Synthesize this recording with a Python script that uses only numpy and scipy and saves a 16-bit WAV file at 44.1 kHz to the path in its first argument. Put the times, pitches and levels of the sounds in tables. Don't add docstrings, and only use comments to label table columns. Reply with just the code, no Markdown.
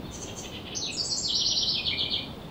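import sys
import numpy as np
from scipy import signal
from scipy.io import wavfile
from scipy.ndimage import uniform_filter1d

SR = 44100
rng = np.random.default_rng(int(sys.argv[2]) if len(sys.argv) > 2 else 0)


def unload_wav(signal):
    wavfile.write(
        sys.argv[1],
        SR,
        np.round(np.clip(np.atleast_2d(signal).T, -1, 1) * 32767).astype(np.int16),
    )


def gain_from_db(level_db):
    decades = np.asarray(level_db, float) / 20
    return 10 ** decades


N = 110250

EDGE_S = 0.0039
FLUTTER_SHARE = 0.007
# second [dB], third [dB]
RISE_TONES, ROLL_TONES, FALL_TONES = (-29, -60), (-40, -41), (-38, -46)
FALL_BEND = -1.45


def evened(x):
    return x / np.sqrt(np.mean(x ** 2) + 1e-20)


def read(points, hz):
    f, value = np.transpose(points)
    return np.interp(np.log(hz + 1), np.log(f + 1), value)


def add(mix, start_s, sound):
    part = mix[round(start_s * SR):][:len(sound)]
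    part += sound[:len(part)]


def slow(t, lo_hz, hi_hz):
    drift = 0
    for hz in np.geomspace(lo_hz, hi_hz, num=20):
        drift = drift + np.sin(2 * np.pi * (hz * t + rng.random())) / np.sqrt(hz)
    return evened(drift)


def edges(t, length_s):
    nearest_s = np.minimum(t, length_s - t)
    return np.sin(np.pi / 2 * np.clip(nearest_s / EDGE_S, 0, 1)) ** 2


def resonate(x, hz, width_hz):
    turn = np.exp(2j * np.pi * np.cumsum(hz) / SR)
    r = np.exp(-np.pi * width_hz / SR)
    return 2 * (turn * signal.lfilter([1 - r], [1, -r], x / turn)).real


def whistle(length_s, from_hz, to_hz, level_db, share, bend, tones):
    t = np.arange(0, length_s, 1 / SR)
    u = np.clip(t / (length_s * share), 0, 1)
    way = u ** bend if bend > 0 else 1 - (1 - u) ** -bend
    flutter = evened(uniform_filter1d(rng.standard_normal(4410), size=60))[:len(t)]
    hz = (from_hz + (to_hz - from_hz) * way) * (1 + FLUTTER_SHARE * flutter)
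    phase = 2 * np.pi * np.cumsum(hz) / SR
    tone = np.sin(phase) + gain_from_db(tones[0]) * np.sin(2 * phase)
    tone = tone + gain_from_db(tones[1]) * np.sin(3 * phase) * (hz < SR / 7)
    return np.sqrt(2) * gain_from_db(level_db) * edges(t, length_s) * tone


def whistles(rows, share, bend, tones):
    out = np.zeros(N)
    for start_s, *note in rows:
        add(out, start_s, whistle(*note, share, bend, tones))
    return out


def buzz(length_s, rate_hz, level_db, throat, jitter, sag):
    t = np.arange(0, length_s, 1 / SR)
    u = t / length_s
    wobble = evened(uniform_filter1d(rng.standard_normal(4410), size=30))[:len(t)]
    pulse_hz = rate_hz * (1 - sag * u + jitter * u * wobble)
    phase = 2 * np.pi * np.cumsum(pulse_hz) / SR
    pulses = sum(np.cos(k * phase) for k in range(2, 11))
    sink = 1 + sag * (0.5 - u)
    sound = 0
    for hz, width_hz, db in throat:
        ring = resonate(pulses, hz * sink, width_hz)
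        sound = sound + gain_from_db(db) * resonate(ring, hz * sink, 2 * width_hz)
    growth = 0.38 + 0.91 * u ** 2
    return gain_from_db(level_db) * edges(t, length_s) * growth * evened(sound)


def buzzing(rows, throat, jitter, sag):
    out = np.zeros(N)
    for start_s, *note in rows:
        add(out, start_s, buzz(*note, throat, jitter, sag))
    return out


# (frequency [Hz], level [dB])
FLOOR = [(18, -31.5), (55, -2), (220, -3), (900, -15), (1800, -27), (3500, -25), (6000, -39.5),
         (15700, -47)]
FLOOR_DB, PATCH_DB, SWELL_DB = -40.5, 0.69, 0.58


def floor():
    frames, hz = N // 256 + 5, np.fft.rfftfreq(1024, 1 / SR)
    a, b, patches = rng.standard_normal((frames, 513, 3)).T
    patches = uniform_filter1d(uniform_filter1d(patches, size=10, axis=0), size=14, axis=1)
    swell = slow(np.arange(frames) * 256 / SR, 0.3, 4)
    level_db = read(FLOOR, hz)[:, None] + PATCH_DB * evened(patches) + SWELL_DB * swell
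    noise = signal.istft((a + 1j * b) * gain_from_db(level_db), nperseg=1024, noverlap=768)[1][:N]
    return gain_from_db(FLOOR_DB) * evened(noise)


# (frequency [Hz], rms level [dB])
WHINES = [(14874, -72), (15714, -81)]
WHINE_WAVER_DB, WHINE_WANDER_HZ = -5, 4


def whines():
    t = np.arange(N) / SR
    out = np.zeros(N)
    for hz, db in WHINES:
        level = np.sqrt(2) * gain_from_db(db + WHINE_WAVER_DB * slow(t, 0.43, 8))
        wander_hz = hz + WHINE_WANDER_HZ * slow(t, 1, 30)
        out += level * np.sin(2 * np.pi * np.cumsum(wander_hz) / SR)
    return out


# (start [s], length [s], from [Hz], to [Hz], level [dB])
FAR = [(.022, .02, 3600, 3533, -51), (0.036, 0.018, 4460, 4190, -52.5), (0.069, 0.027, 3905, 3465, -49.5),
       (2.286, 0.013, 3700, 3430, -46.5), (2.399, 0.0045, 3660, 3570, -37),
       (2.428, 0.0068, 3510, 3530, -44.5)]


def far_birds():
    return whistles(FAR, 1, FALL_BEND, FALL_TONES)


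# (start [s], length [s], pulse rate [Hz], level [dB])
BUZZES = [(0.107, 0.037, 1050, -39), (0.193, 0.0277, 1023, -35.5), (0.351, 0.033, 1055, -35)]
# (frequency [Hz], width [Hz], level [dB])
BUZZ_THROAT = [(3150, 420, -6.5), (4500, 630, -6.5), (6340, 480, 1.5), (6980, 1050, -4),
               (9000, 1000, -20.5)]


def buzzes():
    return buzzing(BUZZES, BUZZ_THROAT, jitter=0.2, sag=0.06)


# (start [s], length [s], pulse rate [Hz], level [dB])
CHATTER = [(0.256, 0.028, 477.7, -39), (0.418, .025, 505.5, -37), (0.501, 0.054, 518.4, -37.5),
           (.645, 0.018, 498, -34), (0.699, 0.018, 503, -33)]
# (frequency [Hz], width [Hz], level [dB])
CHATTER_THROAT = [(2150, 140, -4), (3060, 700, 6), (3750, 320, -14)]


def chatter():
    return buzzing(CHATTER, CHATTER_THROAT, jitter=0.123, sag=0.1016)


# (start [s], length [s], from [Hz], to [Hz], level [dB])
RISES = [(.746, .019, 3560, 6244, -28), (1.034, 0.03, 5840, 7830, -32), (1.16, 0.026, 5700, 7466, -28.5)]


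def rises():
    return whistles(RISES, 0.533, -1.3, RISE_TONES)


# (start [s], length [s], from [Hz], to [Hz], level [dB])
FALLS = [(.81, 0.025, 4590, 3750, -28), (.866, .022, 3150, 2490, -35.5), (.91, 0.033, 8290, 6630, -36.5),
         (.966, 0.029, 5650, 4500, -26.5), (1.092, 0.025, 6180, 4200, -26),
         (1.22, 0.037, 5750, 4100, -28.5), (1.27, 0.028, 4400, 2900, -27.5),
         (1.382, 0.032, 4550, 2880, -27), (1.492, 0.023, 4500, 2820, -26.5), (1.602, 0.02, 4440, 2900, -25),
         (1.716, 0.031, 4700, 2970, -29), (1.846, 0.029, 4750, 2840, -25), (1.97, 0.036, 4710, 2882, -26.5),
         (2.1, .034, 4800, 2887, -27)]
EARLY_FALLS, EARLY_BEND = 6, -1.7


def falls():
    early = whistles(FALLS[:EARLY_FALLS], 1, EARLY_BEND, FALL_TONES)
    return early + whistles(FALLS[EARLY_FALLS:], 1, FALL_BEND, FALL_TONES)


# (start [s], length [s], from [Hz], to [Hz], level [dB])
HOOKS = [(0.831, 0.018, 4080, 3360, -35), (1.755, 0.019, 3840, 3020, -30.5),
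         (1.883, 0.023, 3930, 2970, -32.5), (2.004, 0.021, 3833, 2990, -27.5),
         (2.133, .018, 3920, 2956, -28)]


def hooks():
    return whistles(HOOKS, 1, FALL_BEND, FALL_TONES)


# (start [s], length [s], from [Hz], to [Hz], level [dB])
ROLLS = [(1.316, 0.046, 3830, 5660, -25), (1.428, 0.045, 3984, 5680, -25.5),
         (1.54, .042, 3875, 5610, -25.5), (1.65, 0.048, 3896, 5280, -26)]


def rolls():
    return whistles(ROLLS, 0.83, 1.9, ROLL_TONES)


# (start [s], length [s], from [Hz], to [Hz], level [dB])
PIPS = [(1.762, 0.0297, 2813, 2460, -34.5), (1.908, 0.0243, 2050, 2380, -29.5),
        (2.044, 0.015, 2220, 2420, -35), (2.158, 0.039, 2160, 2425, -39.5)]


def pips():
    return whistles(PIPS, 0.6, -1.5, FALL_TONES)


# (delay [s], level against direct sound [dB])
ECHOES = [(.019, 8), (.009, -8), (.024, 0), (.038, -5), (.058, -8)]
# (frequency [Hz], t60 [s])
YARD = [(2000, 0.23), (3200, 0.4), (5000, 0.48), (8000, 0.41), (15000, 0.067)]
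YARD_DB, BUILD_S, DIRECT_DB, SMEAR_S = -3, 0.008, -10, 0.0015
DULL_HZ = 8500


def yard(x):
    taps = np.zeros(SR)
    at = np.arange(40, SR - 12, 12) + rng.integers(0, 12, (SR - 41) // 12)
    taps[at] = rng.choice([-1., 1.], at.shape)
    hz, t, z = signal.stft(taps, SR, nperseg=256)
    decay = gain_from_db(-60 * t / read(YARD, hz)[:, None])
    tail = signal.istft(z * decay, SR, nperseg=256)[1][:SR]
    tail = tail * (1 - np.exp(-np.arange(SR) / SR / BUILD_S))
    path = gain_from_db(YARD_DB) * tail / np.linalg.norm(tail)
    for delay_s, db in ECHOES:
        burst = rng.standard_normal(300) * np.exp(-np.arange(300) / SR / SMEAR_S)
        add(path, delay_s, gain_from_db(DIRECT_DB + db) * burst / np.linalg.norm(burst))
    path = signal.lfilter(*signal.butter(3, DULL_HZ, fs=SR), path)
    return gain_from_db(DIRECT_DB) * x + signal.fftconvolve(x, path)[:N]


def scene():
    song = buzzes() + chatter() + rises() + falls() + hooks() + rolls() + pips()
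    return (floor() + whines() + yard(far_birds() + song))[None]


MASK_BELOW_DB, MASK_DB_PER_OCTAVE, MASK_FROM_HZ = 17, 43, 6500


def masked(x):
    hz, _, z = signal.stft(x, SR, window="cosine", nperseg=2048, noverlap=1024)
    band_power = abs(z[:1024].reshape(64, 16, -1) ** 2).mean(1)
    band_db = 10 * np.log10(band_power + 1e-16)
    slope_db = MASK_DB_PER_OCTAVE * np.log2(hz[8::16, None][:64])
    spread_db = uniform_filter1d(band_db, size=3, axis=1) + slope_db
    mask_db = np.maximum.accumulate(spread_db, axis=0) - slope_db - MASK_BELOW_DB
    keep = np.clip((band_db - mask_db) / 2 + 0.5, 0, 1)
    keep = np.append(np.repeat(keep, 16, axis=0), keep[-1:], axis=0)
    z = z * np.where(hz[:, None] > MASK_FROM_HZ, keep, 1)
    return signal.istft(z, SR, window="cosine", nperseg=2048, noverlap=1024)[1][:N]


def band_limit(x):
    return signal.sosfilt(signal.butter(12, 16760, fs=SR, output="sos"), x)


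def record(dry):
    mix = masked(dry[0])[None]
    return band_limit(mix)


dry = scene()
out = record(dry)
unload_wav(out)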